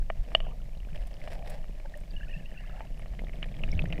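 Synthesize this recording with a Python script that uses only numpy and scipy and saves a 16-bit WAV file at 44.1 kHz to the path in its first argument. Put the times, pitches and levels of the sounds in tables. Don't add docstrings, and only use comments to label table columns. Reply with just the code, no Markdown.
import sys
import numpy as np
from scipy import signal
from scipy.fft import rfft, irfft, next_fast_len
from scipy.io import wavfile
from scipy.ndimage import map_coordinates

SR = 44100
rng = np.random.default_rng(int(sys.argv[2]) if len(sys.argv) > 2 else 0)


def persist_wave(psi):
    counts = np.round(np.clip(psi, -1, 1) * 32767).astype(np.int16)
    wavfile.write(sys.argv[1], SR, np.atleast_2d(counts).T)


N = 176400
T = np.arange(SR // 8) / SR

# time in seconds, level in dB before trim.
SURGE_FADER = [(0, -29.5), (.09, -38), (.21, -30.5), (.26, -43.5), (.44, -31.5), (.53, -39), (.9, -40),
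               (.98, -31), (1.08, -41.5), (1.65, -37.5), (1.95, -42.5), (2.18, -36.5), (2.55, -42),
               (3.1, -38.5), (3.6, -38.5), (3.68, -27), (3.92, -37.5)]
EDDY_FADER = [(0, -59.5), (.45, -53.5), (.75, -61), (1.1, -60), (1.38, -54.5), (1.8, -59.5), (2.05, -59),
              (2.33, -56), (2.65, -58.5), (3.3, -52), (3.6, -49.5), (3.77, -44), (4, -44)]
# time in seconds, typical level in dB.
RUB_FADER = [(0, -67), (.32, -55.5), (.58, -66), (.9, -65), (.97, -51.5), (1.16, -60.5), (1.31, -46),
             (1.41, -56.5), (1.52, -45.5), (1.62, -61), (3.5, -59.5), (3.72, -55), (4, -72)]
CRACKLE_FADER = [(0, -56), (.9, -52), (2.8, -53.5), (3.5, -48.5), (4, -46)]
GURGLE_FADER = [(2.05, -91), (2.13, -61), (2.36, -55.5), (2.5, -65), (2.59, -57.5), (2.78, -68), (2.9, -79)]
# frequency in Hz, gain in dB.
SURGE_EQ = [(11, -9), (22, 4), (32, -3), (45, -6.5), (62, -21), (110, -24.5), (300, -86)]
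EDDY_EQ = [(35, -12), (58, -1), (100, -4.5), (165, 0.5), (210, -9.5), (290, -16.5), (420, -24),
           (650, -22.5), (1000, -52), (2500, -74)]
LAP_EQ = [(90, -6), (170, 11), (300, -6.5), (620, 0), (900, -15), (2000, -42.5)]
RUB_EQ = [(150, -37), (300, -12.5), (450, -8.5), (600, 5), (810, -6), (960, -14.5), (1400, -19), (1720, -9),
          (2700, -16), (3900, -22), (5500, -22.5), (6400, -38), (7400, -29), (11700, -35), (12500, -39.5)]
HISS_EQ = [(150, -18), (620, -2.5), (1050, -7.5), (1500, -17.5), (2000, -7.5), (3400, -12), (6500, -15.5),
           (10000, -20.5), (15300, -21.5)]
GRIT_EQ = [(500, -12), (1400, -2.5), (2400, 13), (3300, -3), (5000, -17), (9000, -35)]
SNAP_EQ = [(2000, -6), (6000, -14), (8000, -6), (11500, -8.5), (13000, -14), (15500, -9)]
# pitch in Hz, relative level in dB, seconds to fall 60 dB.
HOUSING_MODES = [(650, 1.5, .023), (1195, -1, 0.0089), (1858, -2.5, 0.011), (2336, -8, 0.013),
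                 (2887, 0, 0.017), (3060, 0, 0.011), (3050, -35.5, .09), (3385, -15, 0.019),
                 (4410, -18.5, 0.013), (5700, -20, 0.0033)]
# start in seconds, gain in dB, extra dB for the stiff high modes.
KNOCK_CUES = [(0.1009, -21, -14), (.318, -37.5, -14), (0.3495, -14, 9), (.3511, -30, 7), (0.403, -32.5, 3),
              (1.275, -33, -8), (1.424, -43, -30), (1.642, -42, -10), (2.806, -33, -14), (2.995, -41.5, -8),
              (3.059, -41, -11), (3.136, -44, -10)]
# start in seconds, level in dB, pitch in Hz.
BUMP_CUES = [(0.169, -38, 73.6), (0.644, -39.5, 124), (0.923, -37.5, 146), (2.363, -34, 152.5),
             (3.748, -25, 80.7), (3.82, -26.5, 155)]
# start and end in seconds, typical ping level at the crest in dB, centre pitch in Hz,
# pitch scatter as a share.
FLURRY_CUES = [(0.366, 0.558, -54, 760, 0.301), (0.372, 0.522, -53, 2860, .05),
               (2.551, 2.89, -56, 2000, 0.21), (2.661, 2.88, -54, 726, 0.18),
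               (3.616, 4.01, -57.5, 2930, 0.39), (1.25, 1.606, -51.5, 660, 0.16)]
# start in seconds, level in dB, pitch in Hz, cycles to the peak.
BUBBLE_CUES = [(0.467, -33.5, 660, 0.91), (1.849, -44.5, 558, 3.4), (1.851, -47, 876, 3.7),
               (1.94, -39.5, 1850, 3.5), (1.955, -40.5, 596, 4.2), (2.0044, -50.5, 8500, 2.3),
               (2.107, -49, 4650, 7.5), (2.164, -40.5, 2873, 9), (2.208, -42.5, 1620, 3.5),
               (2.231, -41.5, 1730, 5.2), (2.3384, -39.5, 2670, 8.5), (2.4575, -43.5, 2760, 5.6),
               (2.575, -41.5, 2694, 5.6), (2.803, -43.5, 877, 5.2), (2.9922, -51.5, 10300, 5.5),
               (3.717, -38, 5440, 4), (3.727, -36, 2230, 4.8), (3.7925, -24.5, 2580, 2.5)]
# start in seconds, level of the ping in dB, pitch in Hz.
TICK_CUES = [(0.958, -42.5, 3140), (1.216, -44.5, 2100), (3.02, -45.5, 2190), (3.192, -35, 2125),
             (3.284, -50, 2310), (3.3345, -45, 2180), (3.379, -53, 2250), (3.4283, -28, 2960),
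             (3.441, -39, 1850), (3.486, -49, 2260), (3.542, -46, 2130), (3.593, -45, 2260),
             (3.636, -28.5, 2730), (3.69, -42.5, 2360), (3.7924, -31, 2570), (3.82, -38.5, 3440),
             (3.8561, -37.5, 1870), (3.902, -43, 2100), (3.9258, -25, 2680), (3.956, -44, 2020),
             (3.9792, -39, 2020)]
# start in seconds, level in dB before EQ.
SNAP_CUES = [(1.071, -41.5), (1.336, -44), (1.499, -35.5), (1.506, -39.5), (1.9738, -44)]
# centre pitch in Hz, relative level in dB.
GURGLE_VOICES = [(1760, 3.5), (2760, 7.5), (4650, -11.5)]


def amp(db):
    return 10 ** (np.asarray(db) / 20)


def unit(x):
    return x / np.sqrt(np.mean(x ** 2) + 1e-20)


def fader(rows):
    return amp(np.interp(np.arange(N) / SR, *np.transpose(rows)))


def filtered(x, response):
    size = next_fast_len(N + SR // 2)
    return irfft(rfft(x, size) * response(np.fft.rfftfreq(size, 1 / SR)), size)[:N]


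def equalised(x, eq):
    points_hz, db = np.transpose(eq)
    return filtered(x, lambda hz: amp(np.interp(np.log(hz + 1), np.log(points_hz), db)))


def add(out, start, x):
    part = out[max(round(start * SR), 0):][:len(x)]
    part += x[:len(part)]


def flow(eq, even_s):
    noise = equalised(rng.standard_normal(N), eq)
    window = np.hanning(int(even_s * SR) + 3)
    power = np.abs(signal.fftconvolve(noise ** 2, window, 'same'))
    return unit(noise / np.sqrt(power + 1e-12))


def patter(eq, per_second, spread_db, smooth):
    pulses = (rng.random(N) < per_second / SR) * rng.choice([-1, 1], N)
    sizes = amp(spread_db * np.clip(rng.standard_normal(N), -2, 2))
    return unit(equalised(unit(pulses * sizes) + smooth * rng.standard_normal(N), eq))


def scatter(per_second, jitter, count=400, traits=2, span_s=N / SR):
    draws = rng.standard_normal((count, 1 + traits))
    starts = np.cumsum(np.exp(jitter * draws[:, 0])) / per_second
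    return zip(starts[starts < span_s], draws[:, 1:])


def ping(hz, cycles):
    age = T * hz / cycles
    return age * np.exp(1 - age) * np.sin(2 * np.pi * hz * T)


def surge(trim_db=4.5):
    return amp(trim_db) * fader(SURGE_FADER) * flow(SURGE_EQ, even_s=0.3)


def eddies(trim_db=6):
    return amp(trim_db) * fader(EDDY_FADER) * flow(EDDY_EQ, even_s=0.28)


def lapping(trim_db=-1):
    return amp(trim_db) * fader(EDDY_FADER) * patter(LAP_EQ, per_second=45, spread_db=7.5, smooth=0.088)


def rubbing(judder_hz=91.3, judder_db=3):
    grip = map_coordinates(rng.standard_normal(N), [np.arange(N) * judder_hz / SR])
    slips = patter(RUB_EQ, per_second=600, spread_db=4, smooth=0.3)
    return fader(RUB_FADER) * unit(amp(judder_db * grip) * slips)


def hiss(level_db=-65.5):
    return amp(level_db) * unit(equalised(rng.standard_normal(N), HISS_EQ))


def housing_ring(stiff_db, stiff_above_hz=2700, rise_s=0.0007):
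    ring = np.zeros(len(T))
    for k, (hz, db, t60) in enumerate(HOUSING_MODES):
        decay = amp(db + stiff_db * (hz > stiff_above_hz) - 60 * T / t60)
        ring += (-1) ** k * decay * np.sin(2 * np.pi * hz * T)
    return ring * (1 - np.exp(-(T / rise_s) ** 2))


def crackle(tick_hz=2650, thud_hz=350, ring_db=-5.5, thud_db=-5):
    out = np.zeros(N)
    ring = amp(ring_db) * housing_ring(stiff_db=-3)
    for start, (loudness, pitch, thud_pitch) in scatter(per_second=38, jitter=0.35, traits=3):
        db = np.interp(start, *np.transpose(CRACKLE_FADER)) + 3 * loudness
        tick = ping(tick_hz * np.exp(0.22 * pitch), cycles=1.93)
        thud = amp(thud_db) * ping(thud_hz * np.exp(0.28 * thud_pitch), cycles=0.657)
        add(out, start, amp(db) * (tick + ring + thud))
    return out


def knocks():
    out = np.zeros(N)
    for start, db, stiff_db in KNOCK_CUES:
        add(out, start, amp(db) * housing_ring(stiff_db))
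    return out


def bumps():
    out = np.zeros(N)
    for start, db, hz in BUMP_CUES:
        add(out, start, amp(db) * ping(hz, cycles=1.21))
    return out


def flurries():
    out = np.zeros(N)
    for start, end, db, hz, spread in FLURRY_CUES:
        for delay, (loudness, pitch) in scatter(per_second=350, jitter=0.5, span_s=end - start):
            swell = np.sqrt(np.sin(np.pi * delay / (end - start)))
            grain = ping(hz * np.exp(spread * pitch), cycles=2.34)
            add(out, start + delay, swell * amp(db + 2 * loudness) * grain)
    return out


def bubbles():
    out = np.zeros(N)
    for start, db, hz, cycles in BUBBLE_CUES:
        add(out, start, amp(db) * ping(hz, cycles))
    return out


def ticks(ring_db=-9.5, grit_db=-5, grit_t60_s=0.037):
    out, grit = np.zeros(N), np.zeros(N)
    ring = amp(ring_db) * housing_ring(stiff_db=1.5)
    for start, db, hz in TICK_CUES:
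        add(out, start, amp(db) * (ping(hz, cycles=2.14) + ring))
        add(grit, start, amp(db + grit_db - 60 * T / grit_t60_s) * rng.standard_normal(len(T)))
    return out + equalised(grit, GRIT_EQ)


def snaps(t60_s=0.025):
    out = np.zeros(N)
    for start, db in SNAP_CUES:
        add(out, start, amp(db - 60 * T / t60_s) * rng.standard_normal(len(T)))
    return equalised(out, SNAP_EQ)


def gurgle():
    out = np.zeros(N)
    for hz, db in GURGLE_VOICES:
        for start, (loudness, pitch) in scatter(per_second=75, jitter=0.64, count=700):
            bubble = ping(hz * np.exp(0.06 * pitch), cycles=6)
            add(out, start, amp(db + 2.5 * loudness) * bubble)
    return fader(GURGLE_FADER) * unit(out)


def scene():
    bed = hiss() + surge() + eddies() + lapping() + bumps()
    handling = rubbing() + knocks()
    sparkle = gurgle() + flurries() + ticks() + crackle() + bubbles() + snaps()
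    return (bed + handling + sparkle)[None]


def record(dry):
    top_hz = 15600
    return filtered(dry[0], lambda hz: hz < top_hz)[None]


dry = scene()
out = record(dry)
persist_wave(out)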